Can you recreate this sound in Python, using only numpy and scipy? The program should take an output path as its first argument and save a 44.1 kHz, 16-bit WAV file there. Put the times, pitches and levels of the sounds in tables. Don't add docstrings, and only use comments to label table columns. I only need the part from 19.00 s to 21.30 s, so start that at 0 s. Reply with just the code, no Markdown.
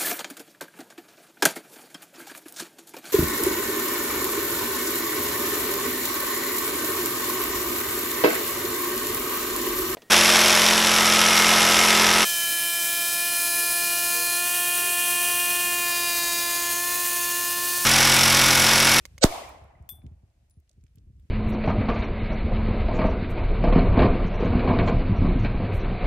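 import sys
import numpy as np
from scipy import signal
from scipy.fft import rfft, irfft
from scipy.io import wavfile
from scipy.ndimage import uniform_filter1d

SR = 44100
rng = np.random.default_rng(int(sys.argv[2]) if len(sys.argv) > 2 else 0)


def elevation(decibels):
    levels = np.asarray(decibels, float)
    return 10 ** (levels / 20)


def wrap_up_sound(samples):
    columns = np.atleast_2d(samples).T
    tamed = np.clip(columns, -1, 1)
    steps = np.round(tamed * 32767).astype(np.int16)
    wavfile.write(sys.argv[1], SR, steps)


N = 101430

# (frequency [Hz], level [dB])
AIR_SPECTRUM = [(180, -31.5), (300, -6), (987, -20.5), (2470, -18), (3290, -22), (6110, -23.5),
                (14000, -29)]
# (time [s], level [dB])
GUST_LEVELS = [(0.0, -56.5), (0.11, -53), (0.27, -49.5), (0.38, -58), (0.56, -53.5), (0.7, -60.5),
               (0.77, -54), (0.88, -60), (1.02, -49), (1.12, -52), (1.3, -62.5), (1.4, -67.5), (1.55, -64),
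               (1.66, -69), (1.74, -61), (1.9, -61), (2.05, -54.5), (2.3, -54)]
# (frequency [Hz], level [dB])
WIND_SPECTRUM = [(12, -51.5), (22, -15), (45, -1), (76, -3), (236, -24), (338, -28.5), (462, -42.5),
                 (700, -41), (910, -70.5), (1540, -120)]
# (time [s], peak [dB], frequency [Hz])
LARGE_EDDIES = [(0.096, -75, 72), (0.142, -46.5, 68.5), (0.612, -45, 71.5), (0.643, -45.5, 73.3),
                (0.799, -37, 71), (0.833, -47.5, 72.1), (0.892, -57, 74.2), (0.92, -40.5, 71.3),
                (0.984, -48.5, 76), (1.038, -33.5, 88), (1.056, -31, 69.4), (1.111, -37.5, 74.3),
                (1.232, -47, 68.2), (1.427, -55, 71.4), (1.568, -41.5, 72.8), (1.775, -44, 72.3),
                (1.834, -45, 71.6), (1.949, -51, 72.2), (1.971, -41, 71.8), (2.018, -52, 72.6),
                (2.065, -44, 70.8), (2.097, -41, 72), (2.179, -49.5, 71.95), (2.25, -51.5, 73)]
# (time [s], peak [dB], left-right [dB], scrape centre [Hz])
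TRIGGER_CLICKS = [
    (0.0534, -26, -3.5, 4870),
    (0.0572, -35, -9, 3550),
    (0.0624, -41, 2, 8000),
    (0.18, -32.5, -5.5, 5000),
    (0.1837, -38, -0.5, 5850),
]
# (frequency [Hz], level [dB], T60 [s])
STEEL_MODES = [(570, -13, 0.029), (1200, -8.5, 0.015), (2160, 5, 0.013), (3000, -1, 0.01),
               (4440, -7, 0.011), (6360, -2, 0.012), (9300, -8.5, 0.0048), (13200, -10, .01)]
# (centre [Hz], width [Hz], left [dB], right [dB])
PRE_NOISE_BEDS = [(630, 240, -14.5, -21.5), (1505, 890, -27, -28.5), (3000, 1400, -32, -21.5),
                  (4430, 1800, -33, -15), (6800, 2400, -33, -19.5), (12000, 5000, -47, -46)]
# (frequency [Hz], left [dB], right [dB])
PRE_NOISE_STREAKS = [(535, -14.5, -23.5), (1500, -32.5, -22.5), (2240, -31, -21.5), (3116, -35, -23),
                     (3660, -37, -22), (3960, -36, -16.5), (4470, -34, -16), (4900, -27, -29),
                     (5300, -36, -23), (5980, -36, -17), (6700, -24, -29), (7000, -29, -24),
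                     (7600, -33, -23), (8000, -19, -16.5)]
# (frequency [Hz], level [dB])
CRACK_SPECTRUM = [(500, -10), (1500, 1), (4000, -3), (8000, 3.5), (10500, -3), (13200, -6), (15200, 1),
                  (16400, -32)]
# (frequency [Hz], level [dB])
BRUSH_SPECTRUM = [(180, -30), (300, -0.5), (1010, -9.5), (2740, -20.5), (3350, -15.5), (8790, -21.5),
                  (12900, -23), (16000, -33.5)]
# (frequency [Hz], level [dB])
TRUNK_SPECTRUM = [(88, -50.5), (180, -22.5), (420, -12), (680, -6), (1050, -7), (1550, -20.5),
                  (2260, -14.5), (14000, -23.5)]
# (frequency [Hz], level [dB])
SLOPE_SPECTRUM = [(180, -44), (300, -16.5), (417, -21), (684, -2), (1520, -13), (2200, -9), (8000, -45.5),
                  (10400, -78.5), (17600, -120)]
# (time [s], peak [dB], frequency [Hz], left-right [dB])
SLAP_ECHOES = [(0.254, -19, 639.9, 2), (0.303, -29.5, 350, 2), (0.311, -29.5, 683, 2),
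               (0.321, -25.5, 690, 3), (0.336, -27.5, 699, 5), (0.378, -28.5, 703, 8),
               (0.418, -33.5, 605, 3), (0.46, -34.5, 717, 3), (0.491, -44, 684, 3), (0.514, -42.5, 775, 1),
               (0.558, -43.5, 843, 2.5), (0.57, -42.5, 646, 4.5), (0.635, -48, 651, 1), (0.65, -46, 696, 4),
               (0.709, -50.5, 830, 3), (0.742, -49.5, 678, 2.5), (0.941, -59, 744, 0),
               (0.985, -60.5, 692, 0), (1.173, -70, 550, 0), (1.305, -69, 670, 0), (1.483, -72, 627, 0),
               (1.622, -74, 681, 0), (1.705, -66, 614, 0), (0.3043, -40, 2300, -1), (0.3222, -35, 2170, 3),
               (0.3711, -42, 2116, -3), (0.4345, -40.5, 2010, 3), (0.4799, -43.5, 2380, -0.5),
               (0.5008, -49.5, 1880, -1), (0.556, -52, 2050, 0), (0.7502, -54, 2020, -1.5)]
# (time [s], peak [dB], centre [Hz], left-right [dB])
GRASS_TICKS = [(0.49, -55.5, 11200, 21), (0.64, -65, 10000, -1.5), (.824, -68, 8000, -1),
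               (1.018, -62.5, 2200, -0.5), (1.034, -71, 11500, 1), (1.064, -57.5, 2920, -0.5),
               (1.065, -62, 5450, -1), (1.12, -71, 2196, -4), (1.277, -78, 5500, 0), (1.3, -76, 5000, 0),
               (1.497, -64, 10040, -0.5), (1.509, -64.5, 5990, -2), (1.54, -75, 5500, 0),
               (1.6, -67, 12000, -0.5), (1.6762, -73, 2800, -2), (1.6933, -57.5, 6420, -3),
               (1.694, -66, 4000, -4.5), (1.713, -64, 5800, -3), (1.73, -70.5, 6300, -4),
               (1.81, -74, 4590, 0), (1.838, -63, 7000, -3), (1.837, -68, 2850, -1.5),
               (1.865, -68.5, 2500, -7), (1.866, -69, 5500, -4), (1.88, -73, 3500, -2),
               (1.9565, -59.5, 11030, 1), (1.957, -68, 3500, -2), (1.973, -68, 2610, -5),
               (1.983, -61.5, 4590, -6), (2.075, -81, 12000, -2), (2.165, -75, 7000, -1),
               (2.198, -72, 12000, -8.5), (2.196, -72, 3000, 0), (2.223, -78, 4500, 0)]
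# (frequency [Hz], level [dB], T60 [s])
BRASS_MODES = [(3475, -7, 0.26), (4980, -23, 0.15), (5980, -22, 0.18), (8328, -13, 0.19), (8880, -15, 0.14),
               (9930, -12.5, 0.25), (10900, -17, 0.12), (11600, -5.5, 0.12), (13570, 0, 0.12),
               (13840, 0, 0.14), (13100, -3, 0.08), (14130, -16, 0.1), (15318, -16, 0.12),
               (15610, -21, 0.074)]

AIR_DB, EARLIER_ECHO_DB, EARLIER_T60_S = -79, -65, 1.2
NULL_HZ, NULL_WIDTH_HZ, CEILING_HZ = 11950, 950, 14700

WIND_DB, WIND_SIDE_DB, WIND_FLUTTER_DB = -4.5, -23.5, 2
SMALL_EDDIES_PER_S, SMALL_SCATTER_DB, SMALL_DB, SMALL_HZ = 50, 2, -0.5, 58.5
EDDY_START_RATIO, EDDY_SAG_S, EDDY_RISE_S, EDDY_T60_S = 4.1, 0.005, 0.0059, 0.15
SPRAY_DB, SPRAY_HZ, SPRAY_T60_S = -19, 290, 0.09
PORT_LAG_SAMPLES = -19

CLICK_RISE_S, CLICK_T60_S = 0.0003, 0.012

PRE_NOISE_DB_PER_S, PRE_NOISE_SPAN_S, PRE_NOISE_PEAK_S = 799, 0.03, 0.003
STREAK_WOBBLE_DB = 2.5

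SHOT_S = 0.2394
CRACK_DB, CRACK_T60_S, CRACK_RISE_S, CRACK_LAG_SAMPLES = -2.5, 0.009, 0.0002, 1
BLAST_DB, BLAST_HOLD_S, BLAST_LAG_S, BLAST_T60_S = -3, 0.0062, 0.00012, 0.013
FIRST_SWING_S, SWING_STRETCH, SWING_BUILD_S = 0.0018, 0.36, 0.003
THUMP_DB, THUMP_PAN_DB, THUMP_AFTER_S = -2, 0.7, 0.0062
THUMP_CROSS_S, THUMP_T60_S = 0.0046, 0.039
SLAP_T60_S = 0.028
BRUSH_DB, BRUSH_T60_S, BRUSH_GRAIN_DB = -15, 0.12, 1.2
TRUNK_DB, TRUNK_SWELL_S, TRUNK_T60_S, TRUNK_TILT, TRUNK_GRAIN_DB = -22, 0.06, 0.75, 0.17, 2.5
SLOPE_DB, SLOPE_SWELL_S, SLOPE_T60_S, SLOPE_TILT, SLOPE_GRAIN_DB = -41.5, 0.2, 1.77, 0.33, 2.5

TICK_T60_S, TICK_WIDTH_RATIO = 0.018, 0.73

CASE_S, CASE_DB, CASE_PAN_DB, CASE_STOPS_S = 0.8902, -38.5, 7, 1.1
CASE_TICK_DB, CASE_TICK_T60_S = -42, 0.022
CASE_WOBBLE_DB, CASE_BLUR_DB = 3.5, 3.5
RING_S, RING_HZ, RING_DB, RING_T60_S, RING_STOPS_S = 1.506, 9950, -68, 0.28, 1.578
CHOKE_S = 0.0074

LOW_CUT_HZ, TOP_HZ = 9, 16050


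def level(x, db):
    return x * elevation(db) / np.sqrt(np.mean(x ** 2))


def curve(table, at_hz):
    table = np.array(table, float)
    return np.interp(np.log(at_hz), np.log(table[:, 0]), table[:, 1])


def colour(x, table):
    bins_hz = np.arange(N // 2 + 1) * SR / N + 1
    return level(irfft(rfft(x) * elevation(curve(table, bins_hz)), N), 0)


def band(x, hz, width_hz):
    edges_hz = np.clip([hz - width_hz / 2, hz + width_hz / 2], 20, 0.45 * SR)
    return signal.sosfilt(signal.butter(2, edges_hz, "band", fs=SR, output="sos"), x)


def since(start_s):
    return np.maximum(np.arange(N) / SR - start_s, 0)


def fade(start_s, rise_s, t60_s):
    t = since(start_s)
    return (1 - np.exp(-t / rise_s)) ** 2 * elevation(-60 * t / t60_s)


def walk(rate_hz):
    k = int(SR / rate_hz)
    return level(uniform_filter1d(uniform_filter1d(rng.standard_normal(N), k), k), 0)


def pan(db):
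    return elevation(np.array([[db / 2], [-db / 2]]))


def pair(alike_hz):
    mid, side = rng.standard_normal((2, N))
    side = signal.sosfilt(signal.butter(1, alike_hz, "high", fs=SR, output="sos"), side)
    return np.array([mid + side, mid - side])


def strike(start_s, db, modes, scatter_db):
    hz, mode_db, t60_s = np.array(modes, float).T[:, :, None]
    luck = rng.standard_normal((len(modes), 1))
    t = np.arange(SR // 3) / SR
    gain = elevation(db + mode_db + scatter_db * luck - 60 * t / t60_s)
    out = np.zeros(N + SR)
    i = int(start_s * SR)
    out[i:i + len(t)] = (gain * np.sin(2 * np.pi * hz * t)).sum(axis=0)
    return out[:N]


def ports(x):
    edges_hz = [NULL_HZ - NULL_WIDTH_HZ / 2, NULL_HZ + NULL_WIDTH_HZ / 2]
    x = signal.sosfilt(signal.butter(3, edges_hz, "bandstop", fs=SR, output="sos"), x)
    return signal.sosfilt(signal.ellip(8, 0.5, 30, CEILING_HZ, fs=SR, output="sos"), x)


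def air():
    hiss = elevation(AIR_DB + 0.95 * walk(9))
    earlier_echo = elevation(EARLIER_ECHO_DB - 60 * since(0) / EARLIER_T60_S)
    return ports(colour(pair(450), AIR_SPECTRUM)) * (hiss + earlier_echo)


def eddy(start_s, hz):
    t = since(start_s)
    turns = hz * (t + EDDY_START_RATIO * EDDY_SAG_S * (1 - np.exp(-t / EDDY_SAG_S)))
    return np.sin(2 * np.pi * turns) * fade(start_s, EDDY_RISE_S, EDDY_T60_S)


def wind():
    gust_s, gust_db = np.array(GUST_LEVELS).T
    gust = elevation(np.interp(np.arange(N) / SR, gust_s, gust_db))
    rumble = colour(rng.standard_normal((2, N)), WIND_SPECTRUM)
    mid, side = rumble * gust * elevation(WIND_DB + WIND_FLUTTER_DB * walk(17))

    hits = rng.random(N) < SMALL_EDDIES_PER_S / SR
    puffs = hits * elevation(SMALL_SCATTER_DB * rng.standard_normal(N)) * rng.choice([-1, 1], N)
    small = signal.fftconvolve(puffs, eddy(0, SMALL_HZ)[:SR // 4])[:N]
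    mid = mid + level(small, SMALL_DB) * gust

    spray = band(rng.standard_normal(N), SPRAY_HZ, SPRAY_HZ)
    spray = level(band(spray, SPRAY_HZ, SPRAY_HZ), SPRAY_DB)
    for s, db, hz in LARGE_EDDIES:
        mid = mid + (eddy(s, hz) + spray * fade(s, 0.005, SPRAY_T60_S)) * elevation(db + 3.5)
    both = np.array([np.roll(mid, PORT_LAG_SAMPLES), mid])
    return both + side * elevation(WIND_SIDE_DB) * np.array([[1], [-1]])


def trigger():
    noise = pair(1500)
    out = 0
    for s, db, pan_db, hz in TRIGGER_CLICKS:
        ring = strike(s, db - 12.5, STEEL_MODES, 2.5)
        scrape = band(noise, hz, 1.2 * hz) * fade(s, CLICK_RISE_S, CLICK_T60_S) * elevation(db - 3.5)
        out = out + (ring + scrape) * pan(pan_db)
    return out


def streaks():
    t = np.arange(N) / SR
    out = 0
    for hz, left_db, right_db in PRE_NOISE_STREAKS:
        tone = np.sin(2 * np.pi * (hz * t + rng.random((2, 1))))
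        out = out + tone * elevation(np.array([[left_db], [right_db]]) + STREAK_WOBBLE_DB * walk(250))
    return out


def pre_noise():
    ahead_s = SHOT_S - np.arange(N) / SR
    ramp = np.clip(1 - ahead_s / PRE_NOISE_SPAN_S, 0, 1) * (ahead_s > -0.001)
    ramp = ramp * elevation(-PRE_NOISE_DB_PER_S * np.abs(ahead_s - PRE_NOISE_PEAK_S))
    beds = 0
    for hz, width_hz, left_db, right_db in PRE_NOISE_BEDS:
        bed = band(band(rng.standard_normal((2, N)), hz, width_hz), hz, width_hz)
        beds = beds + level(bed, 0) * elevation(np.array([[left_db], [right_db]]))
    return (beds + streaks()) * ramp


def crack():
    left, right = colour(pair(20000), CRACK_SPECTRUM)
    front = np.array([left, np.roll(right, CRACK_LAG_SAMPLES)])
    return front * fade(SHOT_S, CRACK_RISE_S, CRACK_T60_S) * elevation(CRACK_DB) * pan(-1.5)


def blast():
    t = np.array([since(SHOT_S), since(SHOT_S + BLAST_LAG_S)]) + 1e-6
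    swing = np.cos(np.pi * np.log(t / FIRST_SWING_S) / SWING_STRETCH) * np.minimum(t / SWING_BUILD_S, 1)
    return swing * elevation(BLAST_DB - 60 * np.maximum(t - BLAST_HOLD_S, 0) / BLAST_T60_S)


def thump():
    start_s = SHOT_S + THUMP_AFTER_S
    pulse = (1 - since(start_s) / THUMP_CROSS_S) * fade(start_s, 0.00048, THUMP_T60_S)
    return pulse * elevation(THUMP_DB) * pan(THUMP_PAN_DB)


def slaps():
    out = 0
    for s, db, hz, pan_db in SLAP_ECHOES:
        tone = np.sin(2 * np.pi * hz * since(s)) * fade(s, 0.002, SLAP_T60_S)
        out = out + tone * elevation(db + 7) * pan(pan_db)
    return out


def echoes(table, db, swell_s, t60_s, tilt, grain_db, alike_hz):
    spectrum = rfft(colour(pair(alike_hz), table))
    octave = np.log2(np.arange(N // 2 + 1) * SR / N + 1)
    out = 0
    for hz in 125 * 2. ** np.arange(8):
        grain = elevation(grain_db * min(1500 / hz, 1) * np.array([walk(120), walk(120)]))
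        part = irfft(spectrum * np.clip(1 - np.abs(octave - np.log2(hz)), 0, 1), N)
        out = out + part * grain * fade(SHOT_S, swell_s, t60_s * (700 / hz) ** tilt)
    return out * elevation(db)


def shot():
    brush = echoes(BRUSH_SPECTRUM, BRUSH_DB, 0.0035, BRUSH_T60_S, 0.053, BRUSH_GRAIN_DB, 800)
    trunks = echoes(TRUNK_SPECTRUM, TRUNK_DB, TRUNK_SWELL_S, TRUNK_T60_S, TRUNK_TILT, TRUNK_GRAIN_DB, 410)
    slope = echoes(SLOPE_SPECTRUM, SLOPE_DB, SLOPE_SWELL_S, SLOPE_T60_S, SLOPE_TILT, SLOPE_GRAIN_DB, 500)
    return crack() + blast() + thump() + slaps() + brush + ports(trunks) + slope


def grass():
    noise = pair(2300)
    out = 0
    for s, db, hz, pan_db in GRASS_TICKS:
        tick = level(band(noise, hz, hz * TICK_WIDTH_RATIO), db + 2.5)
        out = out + tick * fade(s, 0.00035, TICK_T60_S) * pan(pan_db)
    return out


def choke(start_s):
    return np.exp(-since(start_s) / CHOKE_S)


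def case():
    tick = band(pair(3000), 5600, 16000) * fade(CASE_S, CLICK_RISE_S, CASE_TICK_T60_S) * elevation(CASE_TICK_DB)
    body = 0
    for mode in BRASS_MODES:
        waver_db = CASE_WOBBLE_DB * walk(90) + CASE_BLUR_DB * walk(600)
        depth = min(mode[0] / 9000, 1) ** 2
        body = body + strike(CASE_S, CASE_DB, [mode], 0) * elevation(depth * waver_db)
    ring = strike(RING_S, RING_DB, [(RING_HZ, 0, RING_T60_S)], 0) * elevation(4.7 * walk(110))
    return (body * choke(CASE_STOPS_S) + tick + ring * choke(RING_STOPS_S)) * pan(CASE_PAN_DB)


def scene():
    return air() + wind() + trigger() + shot() + grass() + case()


def low_pass(x):
    return signal.sosfilt(signal.butter(12, 16430, fs=SR, output="sos"), x)


def record(dry):
    dry = signal.sosfilt(signal.butter(1, LOW_CUT_HZ, "high", fs=SR, output="sos"), dry)
    wet = np.tanh(1.047 * (dry + pre_noise())) / 1.09
    mix = signal.sosfilt(signal.ellip(8, 0.2, 50, TOP_HZ, fs=SR, output="sos"), wet)
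    return low_pass(mix)


dry = scene()
out = record(dry)
wrap_up_sound(out)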